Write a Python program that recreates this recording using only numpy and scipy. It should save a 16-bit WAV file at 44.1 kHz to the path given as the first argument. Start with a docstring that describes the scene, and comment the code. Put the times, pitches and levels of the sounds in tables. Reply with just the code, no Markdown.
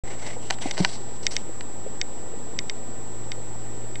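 """What seem to be fingers knock, bump and rub a camera's plastic case, right at the microphone.
As the grip shifts, hard taps ring the hollow shell, the soft of the hand thuds and skin slips in tiny
grains. Just as close, a small mechanism, probably in the lens, ticks now and then. The place is a quiet
room: the camera's electronics whine thinly over a low hum, room tone and microphone hiss."""
import sys
import numpy as np
from scipy import signal
from scipy.fft import rfft, irfft
from scipy.io import wavfile
from scipy.ndimage import uniform_filter1d

SR = 44100
rng = np.random.default_rng(int(sys.argv[2]) if len(sys.argv) > 2 else 0)


def unload_audio(sound):
    """Save the sound as a 16-bit wav file, at the path given as the first command line argument."""
    columns = np.transpose(np.atleast_2d(sound))
    # keep every value between -1 and 1, then stretch to whole-number steps
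    steps = np.round(np.clip(columns, -1, 1) * 32767)
    wavfile.write(sys.argv[1], SR, steps.astype(np.int16))


N = 176400
T = np.arange(N) / SR


# Resonances of the plastic case (frequency [Hz], relative level [dB], t60 [s])
CASE_RESONANCES = [(786, -5.5, 0.038), (950, -6, 0.025), (1524, -13, 0.037), (1780, -7, 0.013),
                   (1984, 2.5, 0.0078), (2360, -5.5, 0.016), (2770, -8, 0.017), (2910, -4.5, 0.011),
                   (4110, 7, 0.0037), (4520, -7.5, 0.013), (4950, -13.5, 0.02), (6170, 4.5, 0.0047),
                   (7510, 5.5, 0.0046), (9800, 6.5, 0.0014)]
# Hard taps at the microphone (time [s], peak level [dB], low-pass [Hz], high-pass [Hz])
CASE_KNOCKS = [(.5025, -17, 5450, 584), (0.507, -8, 6900, 510), (0.5861, -30.5, 3400, 723),
               (0.7709, -26, 3500, 600), (0.7784, -18, 5570, 700), (.8480, -3, 4860, 1020),
               (1.6087, -23.5, 4900, 940)]
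def case_knocks():
    """Fingers tap the hollow case right at the microphone, and the plastic rings briefly."""
    out = np.zeros(N)
    for start, db, bright_hz, low_hz in CASE_KNOCKS:
        add(out, start, strike(CASE_RESONANCES, db, bright_hz, low_hz, rise_s=.00017, order=3))
    return out


# Dull thuds on the case
# (time [s], level [dB], rise [s], pitch [Hz], t60 [s], overtone [Hz], relative overtone level [dB])
HAND_BUMPS = [(.6570, -12.5, 0.0028, 274, 0.029, 754, -2.5), (.8030, -9, 0.0031, 183.5, 0.098, 300, 3.5),
              (.365, -26, 0.0025, 480, 0.051, 820, -2.5), (1.493, -29, 0.0017, 325, 0.04, 482, 3),
              (1.863, -27.5, 0.0034, 440, 0.054, 523, 10), (2.336, -25, 0.0031, 467, 0.052, 330, -2)]
def hand_bumps(overtone_t60_s=.025):
    """Close up, the soft of the hand sets off a low, quickly damped ring of two partials."""
    t, out = np.arange(SR // 5) / SR, np.zeros(N)
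    for start, db, rise, hz, t60, overtone_hz, overtone_db in HAND_BUMPS:
        thud = decay(t, t60) * np.sin(2 * np.pi * hz * t)
        overtone = amp(overtone_db) * decay(t, overtone_t60_s) * np.sin(2 * np.pi * overtone_hz * t)
        add(out, start, amp(db) * np.minimum(t / rise, 1) * (thud + overtone))
    return out


# Spectrum of the rubbed case (frequency [Hz], relative level [dB])
RUB_SPECTRUM = [(350, 2), (600, 2), (820, 0), (1390, -12.5), (1500, -5.5), (1750, -9), (2070, -2),
                (2370, -7), (2570, -8), (2910, -4.5), (3510, -7), (3980, -5.5), (4370, -5), (5160, -7),
                (6030, -2.5), (6630, -13), (7200, -4.5), (9360, -11.5), (15800, -120)]
# Finger strokes beside the microphone
# (time [s], rise [s], hold [s], fall [s], level [dB], tilt [dB/octave], favoured frequency [Hz])
FINGER_STROKES = [(0.022, 0.066, 0.039, 0.06, -40.5, -4, 2040),
                  (0.171, 0.096, 0.017, 0.087, -36, -2.5, 2100), (0.36, .10, 0.037, 0.057, -49, 1, 2940),
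                  (0.518, 0.0077, 0.014, .015, -38.5, -2, 3500),
                  (0.607, 0.011, 0.0055, 0.012, -31, -0.5, 3130),
                  (0.619, 0.018, .06, 0.014, -37.5, -1.5, 2250),
                  (0.708, 0.0028, 0.0047, .003, -25.5, -1, 3600),
                  (.72, 0.024, .02, 0.029, -42.5, -2.5, 4720), (0.767, 0.017, 0.066, .02, -32.5, -3, 4720),
                  (0.858, .015, 0.042, 0.069, -39, 0, 4530), (0.943, 0.027, 0.18, .06, -54.5, -1, 4300),
                  (1.223, 0.0072, 0.03, 0.027, -44.5, -1, 4930),
                  (1.304, 0.0088, 0.019, 0.017, -38.5, 0.5, 5170),
                  (1.337, 0.024, 0.031, .045, -44, 0.5, 3000)]
def finger_rubs(grains_per_s=14000, grain_db=2.2, flutter_db=2.5, peak_db=6.5, peak_octaves=.3):
    """Skin slips in dense tiny grains through the case's resonances; each stroke favours one region."""
    hz, out = np.fft.rfftfreq(N, 1 / SR), np.zeros(N)
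    grains = rng.standard_normal(N) * amp(grain_db * np.minimum(rng.exponential(1, N), 4))
    grains *= rng.random(N) < grains_per_s / SR
    grains *= amp(flutter_db * drift(samples=400))
    friction = cut(cut(grains, 515, "high"), 10300, "low", order=3)
    case_spectrum = rfft(friction) * amp(spectrum_db(RUB_SPECTRUM, hz))
    for start, rise, hold, fall, db, tilt_db, peak_hz in FINGER_STROKES:
        stroke = np.interp(T, start + np.cumsum([0, rise, hold, fall]), [0, 1, 1, 0])
        octaves = np.log2((hz + 1) / peak_hz)
        colour = amp(tilt_db * octaves + peak_db * np.exp(-(octaves / peak_octaves) ** 2))
        out += amp(db) * stroke * unit(irfft(case_spectrum * colour, N))
    return out


# Resonances of the small snapping part (frequency [Hz], relative level [dB], t60 [s])
MECHANISM_RESONANCES = [(1917, -17.5, 0.048), (2168, -3, 0.021), (2470, -3, 0.011), (2900, -24, 0.011),
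                        (3105, 2.5, 0.006), (3690, 1, 0.011), (4540, -7, .011), (4810, 3, 0.0071),
                        (5497, 4.5, 0.0069), (5800, 0.5, 0.0076), (6340, -11.5, 0.014), (7450, -8, 0.0056)]
# Snaps close to the microphone (time [s], peak level [dB], low-pass [Hz])
MECHANISM_TICKS = [(.7112, -12.5, 6100), (1.2672, -2.5, 7550), (1.3659, -6, 7250), (2.0144, -7.5, 6380),
                   (2.5895, -8.5, 6100), (2.6972, -12, 5560), (3.3183, -16, 5100), (3.9563, -24.5, 3930)]
def mechanism_ticks():
    """The same small part, probably in the lens, snaps each time with more or less force."""
    out = np.zeros(N)
    for start, db, bright_hz in MECHANISM_TICKS:
        add(out, start, strike(MECHANISM_RESONANCES, db, bright_hz, low_hz=1700, rise_s=.00008, order=5))
    return out


def electronics_whine(hz=7703.4, band_hz=900, frame_hz=28.9, slip_turns=.72, slip_s=.0005):
    """A thin tone slips back in phase at each picture the camera takes; a weaker one holds just above."""
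    frame, fraction = np.divmod((T - .0033) * frame_hz, 1)
    slip_progress = np.minimum(fraction / frame_hz / slip_s, 1)
    slips = frame + np.sin(np.pi / 2 * slip_progress) ** 2
    stumbling = amp(-44) * np.sin(2 * np.pi * (hz * T - slip_turns * slips))
    narrowed = signal.lfilter(*signal.iirpeak(hz, hz / band_hz, fs=SR), stumbling)
    steady = amp(-56) * np.sin(2 * np.pi * 7864.3 * T)
    return np.sqrt(2) * (narrowed + steady)


# Faint tones in the room (frequency [Hz], level [dB])
HUM_TONES = [(58.5, -54), (242.2, -55), (355.3, -59), (1238, -66), (1933, -65)]
# Slow dip and swell of the low drone (time [s], level [dB])
DRONE_LEVELS = [(0, -47), (.6, -46.5), (1.4, -48), (2.1, -53), (2.8, -49.5), (3.3, -44), (4, -43)]
def appliance_hum(drone_hz=113, waver_turns=.12):
    """In the background, probably a household appliance: faint wavering tones and a low drone."""
    tones = [*HUM_TONES, (drone_hz, np.interp(T, *np.transpose(DRONE_LEVELS)))]
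    return np.sqrt(2) * sum(amp(db) * np.sin(2 * np.pi * (hz * T + waver_turns * drift()))
                            for hz, db in tones)


# Room tone and hiss at the microphone (frequency [Hz], relative level [dB])
ROOM_SPECTRUM = [(20, -20), (45, -6.5), (90, -5), (170, -1), (260, -2), (420, 0.5), (600, -6), (850, -5.5),
                 (1250, -15.5), (1900, -18.5), (2600, -22.5), (4500, -24.5), (7000, -25.5), (10000, -27.5),
                 (11000, -31.5), (12000, -46)]
def room_tone(level_db=-41.5, patch_db=.95):
    """Low, slightly patchy noise of the quiet room, thinning into microphone hiss."""
    hz = np.fft.rfftfreq(1024, 1 / SR)
    real, imaginary, patches = rng.standard_normal((3, N // 256 + 5, len(hz)))
    patches = uniform_filter1d(patches, size=6, axis=0)  # smooth in time
    patches = unit(uniform_filter1d(patches, size=6, axis=1))  # and in frequency
    spectra = (real + 1j * imaginary) * amp(spectrum_db(ROOM_SPECTRUM, hz) + patch_db * patches)
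    _, noise = signal.istft(spectra.T, nperseg=1024, noverlap=768)
    return amp(level_db) * unit(noise[:N])


def strike(modes, db, bright_hz, low_hz, rise_s, order):
    """One blow rings the modes; a softer contact leaves out the top ones, a lighter one the lowest."""
    t = np.arange(SR // 10) / SR
    ring = sum(amp(mode_db) * decay(t, t60) * np.cos(2 * np.pi * hz * t) for hz, mode_db, t60 in modes)
    attack = 1 - np.exp(-(t + 1 / SR) / rise_s)
    blow = cut(cut(ring * attack, low_hz, "high", order), bright_hz, "low", order)
    return amp(db) * blow / abs(blow).max()


def decay(t, t60):
    """Falls by 60 dB in t60 seconds."""
    return np.exp(-np.log(1000) * t / t60)


def amp(db):
    """Decibels to gain."""
    return 10 ** (np.asarray(db) / 20)


def unit(x):
    """Scales to rms 1."""
    return x / np.sqrt(np.mean(x ** 2) + 1e-20)


def spectrum_db(points, hz):
    """Interpolates levels on a log-frequency axis."""
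    point_hz, db = np.transpose(points)
    return np.interp(np.log(hz + 1), np.log(point_hz + 1), db)


def add(mix, start_s, sound):
    """Mixes a sound in at the given time."""
    part = mix[max(round(start_s * SR), 0):][:len(sound)]
    part += sound[:len(part)]


def cut(x, hz, kind, order=2):
    """Low-pass or high-pass."""
    return signal.sosfilt(signal.butter(order, min(hz, SR / 2 - 100), kind, fs=SR, output="sos"), x)


def drift(samples=9000):
    """Random wander of rms 1, smoothed over the given span."""
    return unit(uniform_filter1d(uniform_filter1d(rng.standard_normal(N), samples), samples))


def scene():
    """Close, dry handling and ticks over the whine and the quiet room, in mono."""
    close = case_knocks() + hand_bumps() + finger_rubs() + mechanism_ticks()
    background = electronics_whine() + appliance_hum() + room_tone()
    return (close + background)[None]


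def record(dry):
    """The sound starts with a click after a brief silence, has a constant offset and is band-limited."""
    silence_s, offset, top_hz = .036, -.076, 11900
    sound = (dry + offset) * np.clip((T - silence_s) / .002, 0, 1)
    low_pass = signal.firwin(255, top_hz, window=("kaiser", 8), fs=SR)
    return signal.oaconvolve(sound, low_pass[None], "same")


dry = scene()
out = record(dry)
unload_audio(out)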